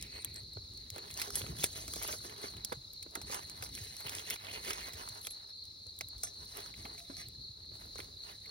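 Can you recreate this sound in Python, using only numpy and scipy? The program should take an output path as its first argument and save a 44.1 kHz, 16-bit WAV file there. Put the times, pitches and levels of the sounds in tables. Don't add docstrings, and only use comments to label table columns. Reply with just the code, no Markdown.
import sys
import numpy as np
from scipy import signal
from scipy.fft import rfft, irfft
from scipy.io import wavfile
from scipy.ndimage import uniform_filter1d

SR = 44100
rng = np.random.default_rng(int(sys.argv[2]) if len(sys.argv) > 2 else 0)


def digitize_waveform(pressure):
    field = np.atleast_2d(pressure).T
    bounded = np.clip(field, -1, 1)
    quanta = np.round(bounded * 32767).astype(np.int16)
    wavfile.write(sys.argv[1], SR, quanta)


def natural_amplitude(level_db):
    exponent = np.asarray(level_db, float) / 20
    return 10 ** exponent


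N = 374850
T = np.arange(N) / SR
HZ = np.fft.rfftfreq(N, 1 / SR)


def unit(x):
    return x / np.sqrt(np.mean(x ** 2))


def curve(table):
    s, *columns = np.transpose(table)
    return [np.interp(T, s, c) for c in columns]


def colour(x, points):
    hz, db = np.transpose(points)
    gain_db = np.interp(np.log(HZ + 1), np.log(hz), db)
    return irfft(rfft(x) * natural_amplitude(gain_db), N)


def band(x, hz, width):
    return signal.lfilter(*signal.iirpeak(hz, hz / width, SR), x)


def walk(rate, size=N):
    hold = int(SR / rate)
    levels = np.repeat(rng.standard_normal(size // hold + 1), hold)
    smooth = uniform_filter1d(uniform_filter1d(levels, hold), hold)
    return unit(smooth[:size])


def grit(rate, spread_db):
    breaks = rng.random(N) < rate / SR
    push = rng.standard_normal(N)
    size = np.minimum(rng.exponential(size=N), 4.5)
    return unit(breaks * push * natural_amplitude(spread_db * size))


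def add(out, s, x):
    i = int(s * SR)
    out[i:i + len(x)] += x[:N - i]


def burst(db, t60):
    t = np.maximum(T[:SR // 10] - 0.0006, 0)
    noise = np.clip(rng.standard_normal(len(t)), -2, 2) * np.minimum(t / 0.0001, 1)
    spike = noise * np.exp(-t / 0.0005)
    spike = spike / np.abs(spike).max()
    tail = noise * natural_amplitude(-60 * t / np.clip(t60, 0.004, 0.1))
    return natural_amplitude(db - 6.5) * (natural_amplitude(9.5) * spike + tail)


# [f/Hz, left lead/rad, left minus right/dB, scatter/rad]
NEAR_PORTS = [(120, 0, 0, .05), (400, -1, -.5, .3), (1000, -2.5, -8, .6), (1500, -4.2, -12, 1.4),
              (2300, -4.4, -3, .9), (4100, -6, 0, .8), (4800, -5.6, 0, 1.5), (6000, -4.65, 0, .4)]
# [f/Hz, left lead/rad, left minus right/dB, scatter/rad]
FAR_PORTS = [(120, -.1, 0, .1), (400, -1.1, 1.5, 1), (1100, -2.8, 1.8, .8), (2000, -3.1, 0, 1.5),
             (3300, -1.5, 0, 1.5), (4200, -.1, 1, .85), (4800, 1.2, 0, 1.7), (6000, 1.5, 0, .45)]


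def ports(x, table, scatter_s):
    port_lag_s, treble_scatter = 7.4 / 44100, 0.3
    hz, lead, pan_db, scatter = np.transpose(table)
    treble_lag = 2 * np.pi * port_lag_s * np.maximum(HZ - hz[-1], 0)
    lead = np.interp(HZ, hz, lead) + treble_lag
    scatter = np.interp(HZ, [*hz, 7000], [*scatter, treble_scatter])
    lead = lead + scatter * walk(scatter_s * SR * SR / N, size=len(HZ))
    side = np.array([[0.5], [-0.5]])
    shadow = natural_amplitude(side * np.interp(HZ, hz, pan_db))
    return irfft(rfft(x) * shadow * np.exp(1j * side * lead), N)


def trough(x):
    t = T[:SR // 20]
    tails = rng.standard_normal((2, len(t))) * natural_amplitude(-60 * t / 0.024) * (t > 0.0005)
    x = colour(x, [(700, -18), (2000, 0)])
    smears = [signal.fftconvolve(x, tail / np.linalg.norm(tail))[:N] for tail in tails]
    return natural_amplitude(-8.5) * np.array(smears)


# [f/Hz, level/dB per Hz]
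YARD_TONE = [(60, -89), (88, -86.5), (100, -79), (115, -96.5), (400, -100), (900, -104), (1800, -110),
             (3000, -112), (5200, -97.5), (5800, -104), (6700, -99), (7500, -109), (15800, -112)]


def yard():
    hush = colour(rng.standard_normal(N), YARD_TONE) * np.sqrt(SR / 2)
    return hush * natural_amplitude(1.6 * walk(5))


def singer(hz, rate, fall_hz, weak_db):
    cycle = np.cumsum(rate * (1 + 0.015 * walk(3))) / SR
    stroke, part = cycle.astype(int), cycle % 1
    chance = rng.standard_normal((N // 100, 2)).T
    pitch = hz + fall_hz * (0.5 - part) + 50 * chance[0][stroke]
    gate = np.sin(np.pi * part) ** 0.61 * natural_amplitude(weak_db * (stroke % 2) + 2.2 * chance[1][stroke])
    note = np.sin(2 * np.pi * np.cumsum(pitch) / SR)
    return unit(gate * note * (1 + 0.28 * walk(600)))


def throbs(first_s, gap_s, count):
    return sum(np.exp(-((T - first_s - k * gap_s) / 0.077) ** 2) for k in range(count))


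# [f/Hz, level/dB]
WING_TONE = [(3100, -22), (3600, -2.5), (3900, -0.5), (4500, 0), (4800, -2.5), (5400, -20)]


def insects():
    quick, calm = throbs(0.16, 0.2073, count=7), throbs(1.67, 0.2625, count=27)
    throb = quick + calm + 0.22
    trill = natural_amplitude(-55.5) * singer(4030, 65.8, 500, -7.0)
    chorus = natural_amplitude(-58.0) * unit(colour(rng.standard_normal(N), WING_TONE))
    high = natural_amplitude(-54.5) * throb * singer(4340, 65.9, 520, -2.0)
    middle = natural_amplitude(-56.0) * throb * singer(4200, 66.6, 540, -0.5)
    return [colour(x, WING_TONE) for x in (trill, chorus, high, middle)]


def faint_singers():
    shrill = natural_amplitude(-76 + 4 * walk(9)) * singer(5250, 41, 300, -2.5)
    low = natural_amplitude(-62 + 3 * walk(4)) * singer(4150, 65.85, 480, -6)
    return ports(shrill + low, FAR_PORTS, 0.041)


# [t/s, level/dB]
FLAME_LEVEL = [(0.0, -54), (1.25, -54.5), (1.39, -51), (1.5, -40), (1.62, -46.5), (1.8, -54), (2.5, -55),
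               (3.0, -63), (3.25, -52), (3.7, -52), (4.35, -66), (4.6, -59), (4.9, -60), (5.5, -75),
               (6.11, -61), (7.7, -57), (8.3, -67), (8.5, -60.5)]
# [f/Hz, level/dB per Hz]
ROAR_TONE = [(25, -43), (40, -15), (60, 1), (85, -0.5), (125, -5), (200, -11.5), (420, -15), (700, -45.5)]
# [t/s, peak level/dB, f/Hz]
THUMPS = [(0.181, -55, 55), (0.561, -40, 102.5), (0.918, -42, 89), (1.125, -51, 105), (1.429, -37, 99.5),
          (1.491, -39, 140), (1.52, -42, 70), (1.553, -44, 110), (1.59, -43, 150), (3.6, -45, 90),
          (5.1, -48, 110), (2.767, -44.5, 129), (3.808, -39, 96), (4.051, -45, 117), (4.154, -43, 93),
          (4.941, -45, 78.6), (5.866, -48, 79.5), (6.032, -47.5, 98), (6.16, -43, 55), (7.268, -47, 107),
          (7.491, -47, 106), (7.71, -47, 98.5)]


def flames():
    roar_db, = curve(FLAME_LEVEL)
    gusts_db = 1.9 * walk(6.5) + 3.35 * walk(22)
    out = natural_amplitude(roar_db + gusts_db - 6) * unit(colour(rng.standard_normal(N), ROAR_TONE))
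    t = T[:SR // 5]
    swell = t / 0.023 * np.exp(1 - t / 0.0097)
    sag = t + 0.0038 * (1 - np.exp(-t / 0.0033))
    for s, db, hz in THUMPS:
        add(out, s, natural_amplitude(db + 2.5) * swell * np.sin(2 * np.pi * hz * sag))
    return out


# [f/Hz, level/dB per Hz]
CHAR_TONE = [(2500, -29.5), (3500, -4), (5000, 0), (7000, -1), (10000, -2), (14000, -4.5), (15600, -11)]
# [t/s, peak level/dB, ring f/Hz]
CHIPS = [(1.0585, -56, 3130), (1.078, -47.5, 3150), (1.4159, -36.5, 3040), (1.4634, -38, 1200),
         (1.5964, -39, 3400), (1.7015, -53, 3210), (1.7853, -62, 3170), (1.936, -39, 1200),
         (2.0895, -41, 1290), (2.2039, -46, 1110), (2.2407, -47, 1830), (2.363, -50, 3250),
         (3.3179, -54, 3180), (3.3234, -34, 990), (3.612, -49, 1060), (3.8692, -46, 3050),
         (3.967, -46, 2690), (4.083, -43, 3100), (4.1837, -38, 3200), (4.195, -36, 3150),
         (4.306, -30, 2370), (4.36, -39, 2340), (4.42, -51, 2790), (4.468, -39.5, 2820),
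         (4.5441, -54, 2900), (4.7062, -31, 2820), (5.0759, -42, 1030), (5.249, -43.5, 3430),
         (6.6603, -43, 1260), (6.9803, -49, 2440)]
# [t/s, peak level/dB]
FLECKS = [(0.012, -43), (0.2204, -46), (0.3595, -42.5), (0.4329, -55), (1.1105, -39), (1.1403, -40),
          (1.3044, -36), (1.4394, -51), (1.5664, -47), (1.7855, -54), (2.3614, -55), (3.9664, -38.5),
          (4.192, -39), (4.359, -44), (4.5386, -49), (4.7052, -32), (4.808, -42), (4.9244, -47),
          (5.4744, -59), (5.8334, -60), (7.8476, -50)]


def chips(flakes, flecks):
    out, high = np.zeros(N), np.zeros(N)
    for s, db, hz in flakes:
        crack = burst(db, t60=0.03)
        add(out, s, 3.0 * band(crack, hz, 0.22 * hz) + 0.45 * crack)
    for s, db in flecks:
        add(high, s, burst(db, t60=0.012))
    return natural_amplitude(3.0) * out + natural_amplitude(7) * colour(high, CHAR_TONE)


# [f/Hz, level/dB per Hz]
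SCRAPE_TONE = [(900, -6.5), (1500, -8), (2000, 2.5), (2300, 3.5), (3200, 0), (4200, -11)]
# [t/s, peak level/dB, midrange against peak/dB]
FIBRE_SNAPS = [(0.0247, -32.5, -15), (0.9606, -42, -16), (1.3546, -25.5, -19.5), (1.393, -35, -32),
               (1.585, -41, -12), (1.636, -25.5, -6), (1.6407, -17.5, -11), (1.8792, -34, -13),
               (1.9361, -32, -15), (2.025, -31.5, -19), (2.416, -47, -9), (2.7265, -38, -14),
               (3.0275, -39, -11), (3.1528, -29, -24), (3.314, -40, -23), (3.344, -31, -6),
               (3.497, -39, -10), (3.751, -36.5, -12), (4.094, -32, -12), (4.15, -33.5, -24),
               (5.0876, -35, -16), (5.2692, -31.5, -4.5), (5.307, -42.5, -6), (7.9827, -44, -4)]
# [t/s, peak level/dB, midrange against peak/dB, time to fade 60 dB/s]
CRUST_SNAPS = [(0.7739, -41.5, -19, 0.013), (0.9019, -32, -22, 0.016), (1.1737, -32.5, -21, 0.043),
               (1.1974, -33, -7, 0.052), (1.2161, -27.5, -6, 0.052), (1.9584, -32.5, -18, 0.054),
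               (2.6474, -21, -32, 0.013), (3.2151, -38, -12, 0.041), (3.6237, -33.5, -9, 0.041),
               (4.3003, -28, -14, 0.039), (4.7056, -31, -12, 0.027), (4.7321, -32.5, -8, 0.035),
               (4.7561, -48, -17, 0.027), (4.9334, -40.5, -6.5, 0.065), (5.6393, -50, -26, 0.026),
               (6.0092, -33, -3, 0.012), (6.1802, -45, -26, 0.027), (6.2332, -30, -21, 0.049),
               (7.1676, -43.5, -10, 0.028)]
# [t/s, peak level/dB]
SPARKS = [(0.2463, -17), (0.3425, -37), (0.5343, -43), (2.032, -25), (2.0764, -27), (2.9333, -37),
          (3.2979, -52), (4.005, -31), (4.3054, -24), (5.2155, -34), (5.475, -60), (5.834, -58),
          (5.9885, -31), (6.0856, -34), (6.4527, -43), (6.571, -33), (7.285, -36.5), (7.859, -45),
          (7.9009, -49.5)]
# [t/s, peak level/dB]
LUMP_DROPS = [(0.3584, -53), (0.981, -40.5), (1.1038, -43), (1.4033, -51), (1.4647, -43), (1.626, -37),
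              (2.127, -40), (2.296, -44.5), (2.567, -46.5), (3.6623, -49), (3.776, -43), (3.8402, -62),
              (4.446, -41), (4.6801, -39), (4.812, -43), (4.8583, -48), (6.269, -51), (6.7403, -47.5),
              (6.853, -44), (7.002, -56), (8.0025, -40), (8.458, -48)]


def snaps():
    fibre_hz, crust_hz, spark_hz = 9410, 5330, 12700
    high, mid = np.zeros(N), np.zeros(N)
    every = [(s, db, mid_db, t60, crust_hz) for s, db, mid_db, t60 in CRUST_SNAPS]
    every += [(s, db, mid_db, 0.028, fibre_hz) for s, db, mid_db in FIBRE_SNAPS]
    every += [(s, db, -30, 0.01, spark_hz) for s, db in SPARKS]
    for s, db, mid_db, t60, hz in every:
        crack = burst(db, t60)
        ring_hz = hz * (1 + 0.043 * rng.standard_normal())
        add(high, s, crack + 0.91 * band(crack, ring_hz, 1000))
        add(mid, s, crack * natural_amplitude(mid_db))
        if hz == spark_hz:
            add(high, s, -0.95 * band(crack, 5200, 7000))
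    for s, db in LUMP_DROPS:
        add(mid, s, burst(db, t60=0.035))
        add(high, s, burst(db - 6, t60=0.035))
    return natural_amplitude(3.0) * colour(high, CHAR_TONE) + natural_amplitude(8.5) * colour(mid, SCRAPE_TONE)


# [t/s, char level/dB, scrape against char/dB, wood against char/dB]
POKES = [(0.36, -62.5, -3.5, -4), (0.98, -60, -2.5, 4), (1.208, -44, 0, -1), (1.366, -41.5, -6.5, -4),
         (1.638, -42, -7, -1), (2.052, -41.5, -7, -4.5), (2.13, -43, -25, -11), (2.26, -51.5, -1, 0),
         (2.43, -47, -2.5, 3), (2.733, -58, -12, 3.5), (3.17, -61, -20, 11), (3.334, -42.5, -5, -4),
         (3.641, -50.5, -7, 5.5), (4.311, -52, 10, -2.5), (4.68, -49.5, 6, 1.5), (4.989, -53.5, 1.5, 13),
         (5.26, -49.5, -7, -5), (5.97, -70, -16, -11), (6.25, -54, -15.5, -3), (6.59, -56, 4.5, 5),
         (6.8, -55, 1, -8), (6.86, -65.5, 4, 13), (7.0, -56.5, -7, -13), (7.189, -58, 2.5, -4),
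         (7.79, -61, -3, 2.5), (8.0, -55.5, -10, 4.5), (8.49, -58, -9, -3), (1.54, -55, -3, 10)]
# [start t/s, end t/s, char level/dB, scrape against char/dB, wood against char/dB]
DRAGS = [
    (0.037, 0.33, -66.5, 7.5, 1),
    (0.713, 0.948, -73, -0.5, -5.5),
    (1.793, 1.966, -49, -8, -7),
    (3.486, 3.567, -59.5, 0.5, 2),
    (3.752, 4.052, -54, -2, -13.5),
    (4.122, 4.26, -51, 0.5, 0.5),
    (4.45, 4.86, -55.5, 4.5, -1),
    (5.055, 5.137, -54, -12, -9),
    (6.374, 6.637, -58, -10.5, -2.5),
    (8.233, 8.324, -61, -2, 3),
]
# [char level/dB, scrape against char/dB, wood against char/dB]
SETTLING = (-73, -8, -4)


def strokes():
    press_db_s, lift_db_s = 182, 142
    t = T[::64]
    pokes = [(s, s, *rest) for s, *rest in POKES]
    start, end, db, scrape_db, wood_db = np.transpose([*pokes, *DRAGS])
    before = np.maximum(start[:, None] - t, 0)
    after = np.maximum(t - end[:, None], 0)
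    swell = natural_amplitude(2 * (db[:, None] - press_db_s * before - lift_db_s * after))
    rest_db, *rest_rel = SETTLING
    levels = []
    for rel, r in zip([0 * db, scrape_db, wood_db], [0, *rest_rel]):
        power = natural_amplitude(2 * rel) @ swell + natural_amplitude(2 * (rest_db + r))
        levels.append(np.interp(T, t, np.sqrt(power)))
    return levels


# [f/Hz, width/Hz, level/dB]
WOOD_TONES = [(428.5, 64, 8.5), (667, 71, 0.5), (882, 340, 4.5), (1167, 47, -11.5)]


def raking():
    clumps = walk(45)
    fine = grit(8000, 2.1) * natural_amplitude(2.5 * clumps)
    coarse = grit(1700, 2.5) * natural_amplitude(2.1 * clumps + 3.75 * walk(25))
    wood = 0
    for hz, width, db in WOOD_TONES:
        wood = wood + natural_amplitude(db + 4.7 * walk(12)) * band(coarse, hz, width)
    char = natural_amplitude(1.0) * unit(colour(fine + 0.7 * band(fine, 5700, 2000), CHAR_TONE))
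    scrape = natural_amplitude(-1.5 + 3.5 * walk(35)) * unit(colour(fine + 0.77 * coarse, SCRAPE_TONE))
    return np.array(strokes()) * np.array([char, scrape, natural_amplitude(-2.5) * unit(wood)])


def sizzle(x, patchy_db, rate):
    tones, place = rfft(x), 3 * np.log2(HZ / 700 + 1e-9)
    out = irfft(tones * np.clip(1 - place, 0, 1), N)
    for k in range(1, 15):
        flicker = natural_amplitude(patchy_db * walk(rate) - patchy_db ** 2 / 9.6)
        out = out + flicker * irfft(tones * np.clip(1 - np.abs(place - k), 0, 1), N)
    return out


# [t/s, f/Hz, level/dB]
SAP_JETS = [
    [(.1, 8050, -79), (.13, 7950, -59), (.2, 8800, -56), (.23, 9250, -48)],
    [(.345, 7600, -68), (.365, 8020, -47), (.4, 8030, -50), (.412, 8000, -73)],
    [(0, 2393, -59), (.2, 2350, -58.5), (.32, 2336, -62.5), (.4, 2310, -75)],
]


def jets():
    out = 0
    for jet in SAP_JETS:
        hz, db = curve(jet)
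        alive = (T > jet[0][0]) & (T < jet[-1][0])
        out = out + alive * natural_amplitude(db) * walk(900) * np.sin(2 * np.pi * np.cumsum(hz) / SR)
    return out


# [t/s, peak level/dB, f/Hz, time to fade 60 dB/s]
LOG_KNOCKS = [(0.569, -46, 383, 0.049), (0.961, -45, 460, 0.07), (1.273, -44, 405, 0.2),
              (1.409, -41.5, 377, 0.043), (1.438, -42, 247, 0.051), (1.639, -30, 420, 0.031),
              (1.879, -51, 283, 0.17), (1.963, -42, 445, 0.039), (2.014, -43, 890, 0.052),
              (2.088, -42.5, 611, 0.2), (2.403, -54, 721, 0.1), (2.44, -37, 252, 0.026),
              (2.644, -56, 207, 0.077), (2.72, -30, 464, 0.046), (3.062, -47.5, 337, 0.042),
              (3.154, -33, 873, 0.038), (3.296, -44.5, 434, 0.089), (3.624, -41, 730, 0.046),
              (4.003, -47.5, 856, 0.084), (4.047, -45.5, 414, 0.06), (4.704, -37, 1273, 0.044),
              (6.009, -44, 444, 0.041), (6.234, -46, 670, 0.11), (6.849, -47, 295, 0.06),
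              (7.098, -43, 272, 0.099), (7.714, -55, 202, 0.061), (7.956, -45, 410, 0.041),
              (7.988, -44, 412, 0.087)]


def knocks(table):
    out, t = np.zeros(N), T[:SR // 5]
    for s, db, hz, t60 in table:
        up = rng.uniform(1.27, 2.62, 2)
        fade = natural_amplitude(-60 * t / np.clip(t60, 0.015, 0.2))
        turn = 2 * np.pi * hz * (t + 0.00066 * (1 - np.exp(-t / 0.0012)))
        note = 0.78 * np.sin(turn) + 0.46 * np.sqrt(fade) * sum(np.sin(u * turn) for u in up)
        grain = rng.standard_normal(len(t))
        splinter = unit(band(band(grain, 1.6 * hz, 2.2 * hz), 1.7 * hz, 1.9 * hz))
        thud = 0.87 * unit(band(grain, hz, 0.78 * hz))
        thud = thud + 0.41 * min(hz / 460, 1) ** 3 * fade * splinter
        blow = natural_amplitude(db) * np.minimum(t / 0.0024, 1) * fade
        add(out, s, blow * (note + min(0.08 / t60, 1) * thud))
    return out


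# [t/s, peak level/dB, f/Hz, time to fade 60 dB/s]
MORE_KNOCKS = [
    (2.135, -45, 617, 0.12),
    (2.084, -46, 1260, 0.1),
    (2.045, -45, 900, 0.07),
    (2.722, -36, 760, 0.04),
    (6.01, -45, 640, 0.04),
    (5.862, -58, 300, .1),
    (3.17, -46, 300, .08),
    (5.27, -48, 500, .05),
    (6.855, -47, 800, .05),
]
# [t/s, peak level/dB, ring f/Hz]
MORE_CHIPS = [(1.642, -33, 2100), (6.235, -45, 1950), (6.272, -48, 1900), (2.033, -43, 2000),
              (2.048, -45, 2000), (2.128, -45, 2150), (3.215, -46, 900), (7.001, -50, 2300),
              (6.01, -38, 5900), (1.217, -38, 2000), (4.15, -42, 6000), (1.416, -42, 1100),
              (1.198, -42, 1200), (1.304, -46, 1300), (1.879, -45, 1200), (4.36, -44, 1200),
              (6.66, -48, 6000), (7.956, -48, 6200), (0.981, -46, 1200), (4.094, -44, 2200),
              (1.273, -46, 6200), (2.567, -50, 2600)]
# [t/s, peak level/dB]
MORE_TICKS = [(0.7365, -52), (1.2294, -46), (1.3744, -39), (2.0414, -41), (2.1834, -45), (3.1088, -53),
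              (3.5154, -48), (3.5753, -50), (3.5922, -47), (3.6374, -38), (4.783, -48), (5.1492, -50),
              (5.653, -49), (5.8681, -48), (5.964, -55), (6.189, -53), (7.655, -55), (7.9523, -53),
              (7.992, -48), (8.4033, -55)]
# [t/s, level/dB, contact/s, tilt/dB an octave, most woken f/Hz]
TOUCHES = [
    (6.98, -72, 0.04, -5, 689),
    (7.19, -72, .03, -5, 689),
    (7.18, -61, .03, 0.5, 5800),
    (7.09, -68, .06, 0.5, 5300),
]


def more_sounds():
    small = knocks(MORE_KNOCKS) + chips(MORE_CHIPS, MORE_TICKS)
    touches = ports(tongs(TOUCHES), NEAR_PORTS, 0.011)
    return ports(small, NEAR_PORTS, 0.003) + trough(small) + touches


# [t/s, level/dB, contact/s, tilt/dB an octave, most woken f/Hz]
CLINKS = [
    (1.355, -42.5, 0.004, 16, 10900),
    (5.228, -58, 0.032, 14, 10930),
    (5.303, -62, 0.016, 22, 11000),
    (6.233, -39.5, 0.0023, 1.5, 6150),
    (6.27, -54.5, 0.0036, -2, 5400),
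    (6.975, -68, 0.017, -4.5, 6100),
    (7.079, -69, 0.098, -5.5, 5000),
    (7.175, -58, 0.038, -3, 5760),
]
# [f/Hz, level/dB, time to fade 60 dB/s]
STEEL_NOTES = [(689, -18, 0.25), (1230, -20, 0.15), (1745, -21, 0.17), (2293, -18, 0.11), (3470, -9.5, 0.1),
               (5330, -5, 0.11), (5500, -7, .14), (5800, -9, 0.27), (6160, -2.5, 0.13), (6170, -9, 0.11),
               (8043, -9, 0.17), (8400, -1, 0.094), (9780, -6, 0.11), (11080, -1.5, 0.082)]


def tongs(table):
    out, t = np.zeros(N), T[:SR // 3]
    hinge = STEEL_NOTES * np.array([1.035, 1, 0.5]) - [0, 7, 0]
    hz, note_db, t60 = np.transpose([*STEEL_NOTES, *hinge])[:, :, None]
    for s, db, contact, tilt_db, woken_hz in table:
        chance = rng.standard_normal((len(hz), 2)).T[:, :, None]
        woken_db = 6.5 * np.exp(-(np.log(hz / woken_hz) / 0.024) ** 2)
        level_db = note_db + tilt_db * np.log2(hz / 8000) + woken_db + 1.2 * chance[0]
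        fed = np.minimum(t / 0.00043, 1) * natural_amplitude(-60 * np.maximum(t - contact, 0) / t60)
        chatter = np.array([1 + 0.45 * walk(200, size=len(t)) for _ in hz])
        notes = np.sin(2 * np.pi * (hz * (1 + 0.0024 * chance[1]) * t + chance[0]))
        add(out, s, natural_amplitude(db) * np.sum(natural_amplitude(level_db) * fed * chatter * notes, 0))
    return out


def scene():
    char, scrape, wood = raking()
    char, scrape = sizzle(char, patchy_db=3, rate=70), sizzle(scrape, patchy_db=3.5, rate=50)
    near = [char, scrape, wood, tongs(CLINKS) + jets()]
    far = [*insects(), flames(), yard()]
    struck = snaps() + knocks(LOG_KNOCKS) + chips(CHIPS, FLECKS)
    hits = ports(struck, NEAR_PORTS, 0.003) + trough(struck)
    beside = sum(ports(x, NEAR_PORTS, 0.01) for x in near) + natural_amplitude(-4.0) * trough(sum(near))
    around = sum(ports(x, FAR_PORTS, 0.04) for x in far)
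    return hits + beside + around + more_sounds() + faint_singers()


def joint_stereo(x, drop_db=-7, faint_db=-39, sudden_db=8.0):
    x = np.pad(x, ((0, 0), (552, 0)))
    sum_and_difference = np.array([x[0] + x[1], x[0] - x[1]]) / 2
    hz, _, pair = signal.stft(sum_and_difference, SR, "cosine", nperseg=2048)
    edges = np.r_[0, np.geomspace(56, 320, 18).round().astype(int), 352:1025:32]
    width = np.diff(np.r_[edges, 1025])
    power = np.add.reduceat(np.abs(pair) ** 2, edges, axis=1) / width[:, None]
    power = np.repeat(power, width, axis=1)
    edge = np.pad(np.diff(x[0], 4) ** 2, (512, 4096))[:1024 * pair.shape[2]]
    edge = edge.reshape(-1, 8, 128).mean(2)
    steady = edge.max(1) < natural_amplitude(2 * sudden_db) * np.median(edge, axis=1)
    pitch = hz[:, None]
    weaker = power < natural_amplitude(2 * drop_db + 4 * (pitch > 11500)) * power[::-1]
    masked = power < natural_amplitude(2 * faint_db) * power[:, hz > 3000].max((0, 1))
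    lost = (weaker & (pitch > 6300)) | (masked & (pitch > 1200)) | (pitch > 15850)
    kept = pair * ~(lost & steady)
    mid, side = signal.istft(kept, SR, "cosine", nperseg=2048)[1][:, 552:552 + N]
    return np.array([mid + side, mid - side])


def top_cut(x):
    return signal.sosfilt(signal.butter(12, 17160, fs=SR, output="sos"), x)


def record(dry):
    cut = colour(dry, [(20, -24), (45, 3), (15800, -1.0), (16900, -6), (17300, -58)])
    mix = joint_stereo(cut)
    return top_cut(mix)


dry = scene()
out = record(dry)
digitize_waveform(out)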